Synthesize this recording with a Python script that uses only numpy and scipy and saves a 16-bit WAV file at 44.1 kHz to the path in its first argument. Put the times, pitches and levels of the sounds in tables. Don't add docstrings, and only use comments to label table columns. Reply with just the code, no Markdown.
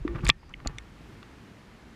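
import sys
import numpy as np
from scipy import signal
from scipy.fft import rfft, irfft
from scipy.io import wavfile

SR = 44100
rng = np.random.default_rng(int(sys.argv[2]) if len(sys.argv) > 2 else 0)


def transcribe(signal):
    frames = np.atleast_2d(signal).T
    limited = np.clip(frames, -1, 1)
    pcm = np.round(limited * 32767).astype(np.int16)
    wavfile.write(sys.argv[1], SR, pcm)


N = 85995
T = np.arange(N) / SR

# (time [s], level [dB], pitch [Hz], t60 [s], rattle trim [dB])
CLICK_HITS = [(.0775, -32, 1200, .017, 3), (.078, -36, 1900, .014, 3), (.0785, -44, 3600, .014, 2),
              (.1495, -39, 1350, .008, 5), (.158, -42, 2300, .02, 2), (.207, -43, 2600, .015, -7),
              (.2479, -35, 8500, .011, 4), (.2527, -29, 4400, .011, 5), (.2666, -19, 2330, .011, -5),
              (.2668, -23, 3550, .007, -1), (.267, -35, 9500, .005, 5), (.2755, -28, 7000, .007, 4),
              (.2845, -25, 3700, .009, 4), (.2900, -8, 7500, .0045, -7), (.292, -20, 4000, .006, 2),
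              (.2935, -2, 2000, .004, -16), (.2948, -13, 1130, .013, -14), (.2995, 3, 2650, .004, -24),
              (.3005, 3, 3480, .005, -22), (.3025, -12, 2450, .01, -8), (.431, -43, 950, .014, 3),
              (.494, -49, 6000, .008, 5), (.602, -41, 2000, .008, 6), (.6731, -16, 4300, .007, -6),
              (.6735, -16, 6950, .009, -10), (.675, -31, 2000, .01, 0), (.7842, -25.5, 2150, .012, -5),
              (.7841, -29, 3550, .012, -4), (.7843, -33, 6000, .009, -3), (.7845, -36, 7700, .008, -5),
              (1.228, -44, 1400, .016, 2), (1.229, -47, 2900, .016, 7)]
def clicks(rattle_octaves=.6, skirt_db=-31, attack_cycles=.4):
    out, t = np.zeros(N), T[:SR // 10]
    for start, db, hz, t60, rattle_db in CLICK_HITS:
        white = rng.standard_normal(len(t))
        edges = np.clip([hz / 2 ** rattle_octaves, hz * 2 ** rattle_octaves], 20, .45 * SR)
        band = signal.sosfilt(signal.butter(2, edges, "band", fs=SR, output="sos"), white)
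        rattle = .5 * from_db(rattle_db) * (rms_one(band) + from_db(skirt_db) * white)
        tone = np.sin(2 * np.pi * hz * t)
        attack = 1 - np.exp(-(t * hz / attack_cycles) ** 2)
        decay = from_db(-60 * t / t60)
        add(out, start, from_db(db) * attack * decay * (tone + rattle))
    return lowpass(out + 1e-18, 9500)


# (pitch [Hz], gain [dB], t60 [s])
HOUSING_MODES = [(850, -2, .08), (950, -5, .07), (1160, 2, .05), (1320, -5, .08), (1470, -6, .06),
                 (1815, 6, .16), (1980, -7, .05), (2180, -5, .05), (2390, -4, .035), (2540, -6, .04),
                 (2720, -6, .04), (2830, -9, .05), (3180, -14, .04), (3480, -6, .02), (4670, -5, .02),
                 (5750, -10, .035), (7250, -7, .016)]
def housing_ring(contacts, trim_db=-1):
    return from_db(trim_db) * resonate(contacts, HOUSING_MODES)


# (time [s], level [dB], pitch [Hz], attack [s])
KNOCK_HITS = [(.002, -39, 140, .005), (.012, -33, 42, .012), (.0505, -19, 305, .003), (.095, -33, 55, .007),
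              (.148, -30, 140, .006), (.236, -23, 150, .004), (.245, -23, 54, .012), (.268, -21, 56, .009),
              (.2922, -17, 300, .0006), (.299, -22, 140, .005), (.505, -41, 135, .007),
              (.649, -32, 260, .0015), (.6585, -23, 250, .002), (.6595, -25, 760, .001),
              (.662, -21, 48, .009), (.694, -34, 150, .005), (.742, -39, 112, .014), (.79, -42, 50, .015)]
def knocks():
    out, t = np.zeros(N), T[:SR // 4]
    for start, db, hz, attack in KNOCK_HITS:
        envelope = t / attack * np.exp(1 - t / attack)
        add(out, start, from_db(db) * envelope * np.sin(2 * np.pi * hz * t))
    return out


# (time [s], level [dB])
SLOSH_FADER = [(0, -46.5), (.1, -38), (.22, -39), (.29, -32.5), (.35, -42), (.43, -48), (.55, -46),
               (.68, -39.5), (.85, -55), (1.1, -61), (1.95, -62)]
# (frequency [Hz], gain [dB])
SLOSH_EQ = [(20, -9), (50, 0.5), (80, -9), (140, -11), (220, -24), (500, -49.5), (1500, -75)]
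def slosh():
    return level(SLOSH_FADER) * noise(SLOSH_EQ)


# (time [s], level [dB])
GURGLE_FADER = [(0, -64), (.045, -58), (.065, -38.5), (.14, -40), (.19, -44), (.24, -40), (.28, -48),
                (.34, -60.5), (.5, -91)]
# (pitch [Hz], gain [dB], t60 [s])
AIR_MODES = [(338, 3, .09), (270, -8, .05), (425, -12, .05)]
def gurgle():
    pocket = rms_one(resonate(rng.standard_normal(N), AIR_MODES))
    return lowpass(level(GURGLE_FADER) * pocket, 480)


# (time [s], level [dB], pitch [Hz], length [s])
PLIP_NOTES = [(.5391, -23, 2850, .0018), (.5402, -28, 2130, .0042)]
def plips():
    out = np.zeros(N)
    for start, db, hz, length in PLIP_NOTES:
        t = T[T < length]
        envelope = np.sin(np.pi * t / length)
        add(out, start, from_db(db) * envelope * np.sin(2 * np.pi * hz * t))
    return out


# (time [s], level [dB])
CRACKLE_FADER = [(0, -85), (.2, -70), (.245, -57), (.255, -43), (.262, -52), (.275, -44), (.288, -40),
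                 (.302, -35), (.308, -50), (.33, -85)]
# (frequency [Hz], gain [dB])
CRACKLE_EQ = [(500, -8), (1000, -1), (2600, 0), (4000, -5), (7000, -15), (10000, -26), (15000, -48)]
def crackle():
    return level(CRACKLE_FADER) * equalise(grains(per_s=900), CRACKLE_EQ)


# (centre time [s], level [dB], half length [s])
RUB_SWELLS = [(.11, -57, .06), (.16, -43, .007), (.19, -46, .008), (.257, -41, .016), (.434, -52, .004),
              (.505, -52, .012), (.61, -53, .015), (.651, -42, .002), (.662, -36, .004), (.695, -48, .012),
              (.78, -58, .07), (1.228, -57, .005)]
# (frequency [Hz], gain [dB])
RUB_EQ = [(150, -8), (400, 2.5), (600, -2.5), (1200, 4), (2400, -8), (4000, -20.5), (8000, -39),
          (15000, -44.5)]
def rubs():
    pressure = sum(swell(centre, db, half) for centre, db, half in RUB_SWELLS)
    return pressure * equalise(grains(per_s=3000), RUB_EQ)


def fizz(centre_s=.45, centre_hz=4780, fall_hz_per_s=2600, flutter_hz=220):
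    flutter = rms_one(lowpass(rng.standard_normal(N), flutter_hz))
    hz = centre_hz - fall_hz_per_s * (T - centre_s)
    tone = np.sin(2 * np.pi * np.cumsum(hz) / SR)
    return swell(centre_s, db=-62, half_s=.05) * flutter * tone


# (time [s], level [dB])
EDDY_FADER = [(0, -63), (.7, -51.5), (.9, -60.5), (1.1, -49.5), (1.27, -62), (1.5, -52.5), (1.7, -70),
              (1.95, -62)]
# (frequency [Hz], gain [dB])
EDDY_EQ = [(40, -25), (115, 1), (170, -8.5), (310, -5.5), (550, -26.5), (2000, -51)]
def eddies():
    return level(EDDY_FADER) * noise(EDDY_EQ)


# (time [s], level [dB])
HUSH_FADER = [(0, -54), (.25, -52), (.55, -50), (1.1, -50.5), (1.95, -52)]
# (frequency [Hz], gain [dB])
HUSH_EQ = [(25, -12), (55, 0), (90, -4), (210, -2.5), (280, -7.5), (350, -7.5), (550, -15), (950, -15.5),
           (1350, -17), (1900, -17.5), (2550, -21), (4000, -26.5), (7000, -34), (9200, -39.5), (10200, -39),
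           (11500, -43.5), (14800, -47), (16000, -62)]
def hush():
    return level(HUSH_FADER) * noise(HUSH_EQ)


def from_db(db):
    return 10 ** (np.asarray(db) / 20)


def rms_one(x):
    return x / np.sqrt(np.mean(x ** 2) + 1e-20)


def level(fader):
    return from_db(np.interp(T, *np.transpose(fader)))


def swell(centre_s, db, half_s):
    return from_db(db) * np.exp(-.5 * ((T - centre_s) / half_s) ** 2)


def lowpass(x, hz):
    return signal.sosfilt(signal.butter(2, hz, fs=SR, output="sos"), x)


def equalise(x, eq):
    hz, db = np.transpose(eq)
    f = np.maximum(np.arange(N // 2 + 1) * SR / N, 1)
    low_cut = np.minimum(f / hz[0], 1) ** 2
    curve = from_db(np.interp(np.log(f), np.log(hz), db))
    return rms_one(irfft(rfft(x) * low_cut * curve, N))


def noise(eq):
    return equalise(rng.standard_normal(N), eq)


def grains(per_s, spread_db=2.5):
    impulses = (rng.random(N) < per_s / SR) * rng.choice([-1, 1], N)
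    return impulses * from_db(spread_db * rng.standard_normal(N))


def resonate(x, modes):
    out = 0
    for hz, db, t60 in modes:
        r = from_db(-60 / (t60 * SR))
        feedforward = np.array([1, 0, -1]) * (1 - r * r) / 2
        feedback = [1, -2 * r * np.cos(2 * np.pi * hz / SR), r * r]
        out = out + from_db(db) * signal.lfilter(feedforward, feedback, x + 1e-18)
    return out


def add(out, start_s, sound):
    i = int(start_s * SR)
    out[i:i + len(sound)] += sound[:N - i]


def scene():
    contacts = clicks() + rubs() + crackle()
    housing = contacts + housing_ring(contacts) + knocks()
    air = plips() + fizz() + gurgle()
    water = slosh() + eddies() + hush()
    return (housing + air + water)[None]


def record(dry, threshold_db=-8, attack_s=.005, release_db_per_s=10, stop_hz=16700):
    over_db = np.maximum(20 * np.log10(np.abs(dry[0]) + 1e-9) - threshold_db, 0)
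    release_db = release_db_per_s * T
    held_db = np.maximum.accumulate(over_db + release_db) - release_db
    r = np.exp(-1 / (attack_s * SR))
    duck_db = signal.lfilter([1 - r], [1, -r], held_db)
    clipped = np.clip(dry * from_db(-duck_db), -1, 1)
    return signal.sosfilt(signal.cheby2(12, 70, stop_hz, fs=SR, output="sos"), clipped)


dry = scene()
out = record(dry)
transcribe(out)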